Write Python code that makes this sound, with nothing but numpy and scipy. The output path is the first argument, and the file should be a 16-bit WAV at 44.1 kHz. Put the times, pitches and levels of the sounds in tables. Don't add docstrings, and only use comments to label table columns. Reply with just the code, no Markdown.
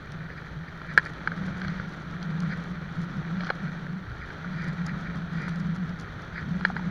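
import sys
import numpy as np
from scipy import signal
from scipy.fft import rfft, irfft
from scipy.io import wavfile
from scipy.ndimage import uniform_filter1d, map_coordinates

SR = 44100
rng = np.random.default_rng(int(sys.argv[2]) if len(sys.argv) > 2 else 0)


def wav_out(sig):
    wavfile.write(sys.argv[1], SR, np.round(np.clip(np.atleast_2d(sig).T, -1, 1) * 32767).astype(np.int16))


N = 304290
T = np.arange(N) / SR


def undb(db):
    return 10 ** (np.asarray(db) / 20)


def unit(x):
    return x / np.sqrt(np.mean(x ** 2))


def response(points, size=8192):
    hz, db = np.transpose(points)
    octave = np.log2(np.maximum(np.arange(size // 2 + 1) * SR / size, 1))
    rolloff_db = np.clip(48 * (octave - np.log2(hz[-1])), 0, 60)
    gain_db = np.interp(octave, np.log2(hz), db) - rolloff_db
    cepstrum = irfft(np.log(undb(gain_db)))
    cepstrum[1:size // 2] *= 2
    cepstrum[size // 2 + 1:] = 0
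    h = irfft(np.exp(rfft(cepstrum)))[:size // 2]
    return h / np.abs(h).max()


def ring(x, h):
    return signal.fftconvolve(x, h)[:N]


def colour(x, points):
    return unit(ring(x, response(points)))


def walk(rate):
    return 1.2 * np.interp(T * rate, np.arange(4096), rng.standard_normal(4096))


def grains(rate, spread_db):
    size = undb(spread_db * np.minimum(rng.exponential(size=N), 4.8))
    present = rng.random(N) < rate / SR
    return unit(present * size * rng.choice([-1, 1], N))


def blows(times, db):
    out = np.zeros(N)
    index = np.clip(np.round(times * SR).astype(int), 0, N - 1)
    np.add.at(out, index, undb(db))
    return out


def add(out, s, sound):
    part = out[max(round(s * SR), 0):][:len(sound)]
    part += sound[:len(part)]


def along(table):
    s, *columns = np.transpose(table)
    return [np.interp(T, s, c) for c in columns]


def swells(table):
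    return sum(undb(db) * np.exp(-2 * ((T - s) / length) ** 2) for s, length, db in table)


# (frequency [Hz], level [dB])
SNOW_SPECTRUM = [(200, 15.5), (330, 13), (450, 9.5), (750, 7), (1050, 5.5), (1370, 15), (1900, 5.5),
                 (2400, -2.5), (2750, -7.5), (3200, -1.5), (4250, -5.5), (5100, -19), (6000, -12.5),
                 (7400, -33)]
# (frequency [Hz], level [dB])
SPRAY_SPECTRUM = [(3000, -20), (4300, 15.5), (6100, 10.5), (7400, 5), (7950, -14.5), (8600, 0.5),
                  (9200, -3.5), (10700, -0.5), (12000, -20), (16000, -15.5)]
SPRAY_DB, SPRAY_PER_BITE = -72, 1.4


def snow(bite_db, scrape_db=-42.0, rough_db=0.77, patchy_db=5.0):
    texture = walk(45)
    scrape = colour(grains(rate=9000, spread_db=2.0), SNOW_SPECTRUM)
    scrape = scrape * undb(scrape_db + bite_db + rough_db * texture)
    crumble = np.exp(-T[:1024] / .0009)
    bursts = ring(np.abs(grains(rate=420, spread_db=3.5)), crumble) * rng.standard_normal(N)
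    spray_db = SPRAY_DB + SPRAY_PER_BITE * bite_db + patchy_db * texture
    return scrape + colour(bursts, SPRAY_SPECTRUM) * undb(spray_db)


# (frequency [Hz], level [dB])
MOUNT_SPECTRUM = [(900, -24), (1150, -13.5), (1380, 4.5), (1900, 6.5), (2100, -4.5), (2380, 0.5),
                  (2700, -38.5), (4100, -13.5), (4600, -16.5), (5200, -58.5)]
# (time at the middle [s], length [s], level [dB])
MOUNT_RUBS = [(0.32, .03, -47), (0.383, .025, -43), (0.686, .012, -40.5), (0.908, 0.034, -40.5),
              (1.067, 0.012, -35.5), (1.68, 0.24, -47), (2.524, 0.029, -37), (4.229, 0.029, -40.5),
              (4.62, 0.11, -41), (4.897, 0.033, -42.5), (5.068, .023, -40.5), (5.43, 0.13, -42),
              (6.378, 0.038, -36), (6.774, 0.011, -39.5)]
# (frequency [Hz], level [dB])
JOINT_SPECTRUM = [(1500, -25.5), (1850, -1), (2000, 1.5), (2300, -5), (2600, -29)]
# (frequency [Hz], level [dB])
SQUEAK_SPECTRUM = [(4400, -30), (4740, -14.5), (4870, -3.5), (4990, -9), (5250, -37)]
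JOINT_DB, SQUEAK_DB = -9.5, -23.5
CHAFE_DB, CHAFE_PER_BITE = -51, 0.51
CHAFE_FLICKER_DB = 2.2


def chafing(bite_db):
    db = CHAFE_DB + CHAFE_PER_BITE * bite_db + CHAFE_FLICKER_DB * walk(28)
    light = colour(grains(rate=650, spread_db=3.5), MOUNT_SPECTRUM) * undb(db)
    slips = grains(rate=2200, spread_db=2.4)
    joint = undb(JOINT_DB) * colour(grains(rate=1300, spread_db=4.0), JOINT_SPECTRUM)
    squeak = undb(SQUEAK_DB) * colour(slips, SQUEAK_SPECTRUM)
    return light + swells(MOUNT_RUBS) * (colour(slips, MOUNT_SPECTRUM) + joint + squeak)


# (time [s], level [dB])
SHAKE_CURVE = [(0, -42), (1.05, -42), (1.55, -31.5), (2.08, -38.5), (2.38, -31), (2.92, -39), (3.2, -34.5),
               (4.01, -35.5), (4.08, -50.5), (4.3, -44.5), (4.57, -34), (5.08, -32.5), (5.18, -36),
               (5.82, -30.5), (6.02, -36.5), (6.14, -48), (6.53, -30.5), (6.9, -32.5)]
# (frequency [Hz], level [dB])
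DRONE_SPECTRUM = [(70, -34.5), (115, -24), (136, -10.5), (154, 1.5), (175, 5), (186, -0.5), (205, -10.5),
                  (245, -22), (400, -51.5)]
DRONE_HZ = 172
SHAKE_REF_DB, LOADED_HZ, RISE_HZ_PER_DB = -34, 173.54, 1.5
SURGE_DB, SURGES_PER_S = 3, 17


def drone():
    db, = along(SHAKE_CURVE)
    hz = LOADED_HZ + RISE_HZ_PER_DB * (db - SHAKE_REF_DB)
    hum = colour(rng.standard_normal(N), DRONE_SPECTRUM)
    hum = map_coordinates(hum, [np.cumsum(hz / DRONE_HZ)], order=3, mode="mirror")
    power = uniform_filter1d(uniform_filter1d(hum ** 2, size=2200), size=2200) + 1e-6
    steady = unit(hum / np.sqrt(power))
    return steady * undb(db + SURGE_DB * walk(SURGES_PER_S))


# (frequency [Hz], level [dB])
WIND_SPECTRUM = [(10, -33), (25, 1), (42, 3), (60, 12.5), (85, 7), (120, 9), (220, -7), (500, -61.5)]
# (time at the middle [s], length [s], level [dB])
WIND_GUSTS = [(1.67, 0.043, -37.5), (1.8, 0.03, -39), (4.1, 0.042, -46), (6.15, 0.27, -48)]
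WIND_DB, EDDY_DB, EDDIES_PER_S = -47, 2, 7.9


def wind():
    rumble = colour(rng.standard_normal(N), WIND_SPECTRUM)
    headwind = undb(WIND_DB + EDDY_DB * walk(EDDIES_PER_S))
    return rumble * (headwind + swells(WIND_GUSTS))


# (time [s], strike strength [dB], bright top re strike [dB])
CRUMB_TICKS = [(0.1203, -42.5, -13), (1.1357, -44, -17), (1.6164, -36, -36), (1.681, -37.5, -22),
               (2.2281, -38, -23), (2.4035, -37.5, -13), (4.62, -43, -15), (5.4926, -41, -13),
               (5.5587, -52.5, -3), (5.8933, -42, -19)]
# (frequency [Hz], level [dB])
SNAP_SPECTRUM = [(1800, -21), (2700, -5), (3250, 1.5), (3850, -7), (4250, 3.5), (4800, -3), (5300, -9.5),
                 (6000, -5), (7000, -45.5)]


def crumbs(crumble_s=0.0015, shell_db=-9.0):
    s, db, top_db = np.transpose(CRUMB_TICKS)
    burst = np.exp(-T[:1024] / crumble_s)
    shell = ring(blows(s, db + shell_db), burst) * rng.standard_normal(N)
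    shards = ring(blows(s, db + top_db), burst) * rng.standard_normal(N)
    return ring(shell, response(SNAP_SPECTRUM)) + ring(shards, response(SPRAY_SPECTRUM))


# (time [s], clack peak [dB], clack pitch [Hz], thud pitch [Hz],
# thud re clack [dB], drive of the snap re clack [dB])
MOUNT_KNOCKS = [(0.302, -31, 1840, 510, -7, -17), (0.816, -29.5, 1380, 1060, -12, -13),
                (0.9764, 1, 1610, 920, -27, -19.5), (0.9837, -8, 1670, 1050, -20, -20),
                (0.995, -21, 1690, 982, -19, -21), (1.06, -28, 1730, 510, -14, -22),
                (1.274, -11.5, 1535, 890, -18.5, -19.5), (1.3181, -21.5, 1500, 571, -19, -21),
                (1.4819, -28.5, 1480, 587, -15, -21), (1.617, -25, 1530, 807, -22, -16),
                (1.6473, -23, 1530, 616, -21, -21), (1.6817, -30, 1400, 650, -12, -14),
                (1.798, -24, 1460, 506, -14, -19), (2.433, -28.5, 1340, 587, -13, -20),
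                (3.4064, -27.5, 1680, 611, -10, -5), (3.4342, -24, 1370, 730, -13, -17),
                (3.469, -26, 1420, 813, -18, -10), (3.4917, -23, 1580, 834, -11, -22),
                (3.5016, -15, 1560, 526, -8, -11), (3.504, -18, 1290, 800, -6.5, -18),
                (3.8667, -29.5, 1690, 506, -13, -20), (4.116, -33, 1440, 1060, -21, -15),
                (4.3032, -28.5, 1500, 946, -13, -12), (4.4447, -27, 1410, 668, -16, -26),
                (4.8936, -29, 1880, 522, -26, -13), (5.4797, -27.5, 1480, 900, -12, -20),
                (6.6093, -25, 1360, 850, -12, -14.5), (6.6503, -6, 1653, 913, -20, -15),
                (6.7003, -25.5, 1360, 765, -1, -23), (6.765, -21.5, 1570, 895, -8, -16),
                (6.794, -34, 1330, 900, 1, -17)]
# (frequency [Hz], level [dB])
CLACK_SPECTRUM = [(200, -31.5), (480, -15), (700, -24.5), (1100, -34.5), (1320, -2.5), (1460, -2.5),
                  (1620, 3.5), (1790, -2.5), (2000, -19.5), (2300, -14.5), (2650, -33), (4000, -74)]
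CLACK_HZ = 1600
# (frequency [Hz], level [dB], time to decay by 60 dB [s])
CASE_MODES = [(2286, 2.5, 0.018), (2930, -3, 0.013), (3276, -6, 0.021), (4177, -1.5, 0.017),
              (4825, -12.5, 0.028), (6000, -28, .008)]


def knocks(thud_s=0.0012, contact_s=0.00076, rattle_db=-25, rattle_s=0.0052):
    out, t = np.zeros(N), T[:2048]
    snap = np.zeros(len(t))
    for hz, db, t60 in CASE_MODES:
        decay = np.exp(-np.log(1000) * t / t60)
        snap += undb(db) * np.sin(2 * np.pi * hz * t) * decay
    snap = snap * (1 - np.exp(-t / contact_s))
    swing = (t / thud_s / 2) ** 2 * np.exp(2 - t / thud_s)
    for s, db, clack_hz, thud_hz, thud_db, snap_db in MOUNT_KNOCKS:
        clack = response(np.array(CLACK_SPECTRUM) * [clack_hz / CLACK_HZ, 1])
        thud = swing * np.sin(2 * np.pi * thud_hz * t)
        add(out, s, undb(db) * clack)
        add(out, s, undb(db + thud_db) * thud)
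        add(out, s, undb(db + snap_db) * snap)
    s, db = np.transpose(MOUNT_KNOCKS)[:2]
    settling = ring(blows(s, db), np.exp(-t / rattle_s)) * rng.standard_normal(N)
    shell = response(MOUNT_SPECTRUM)
    rattle = ring(settling, shell / np.linalg.norm(shell))
    return out + undb(rattle_db) * rattle


# (time at the middle [s], length [s], level [dB])
CRUST_PATCHES = [(1.658, 0.061, -58.5), (1.803, 0.083, -59), (3.46, 0.072, -52.5), (5.514, 0.055, -60)]


def crust(spray_db=-17):
    coarse = colour(grains(rate=1300, spread_db=4.0), SNAP_SPECTRUM)
    fine = colour(grains(rate=1500, spread_db=4.0), SPRAY_SPECTRUM)
    return swells(CRUST_PATCHES) * (coarse + undb(spray_db) * fine)


# (time [s], level [dB]), used relative to the usual bite
BITE_CURVE = [(0, -59.5), (.82, -60), (1.38, -56), (2.05, -57.5), (2.45, -56), (2.95, -58), (3.47, -55.5),
              (4.05, -60.5), (4.3, -57), (5.05, -56.5), (5.48, -56.5), (5.7, -58), (6.3, -57), (6.9, -56.5)]
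BITE_REF_DB = -57.5


def scene():
    bite_db = along(BITE_CURVE)[0] - BITE_REF_DB
    skis = snow(bite_db) + drone() + crust()
    mount = chafing(bite_db) + knocks()
    return (skis + mount + wind() + crumbs())[None]


HISS_DB = -77.5
TOP_HZ = 15800


def record(dry):
    x = dry + undb(HISS_DB) * rng.standard_normal(dry.shape)
    x = x / (1 + (x / .94) ** 10) ** (1 / 10)
    low_pass = signal.ellip(10, .2, 80, TOP_HZ, fs=SR, output="sos")
    return signal.sosfilt(low_pass, x)


dry = scene()
out = record(dry)
wav_out(out)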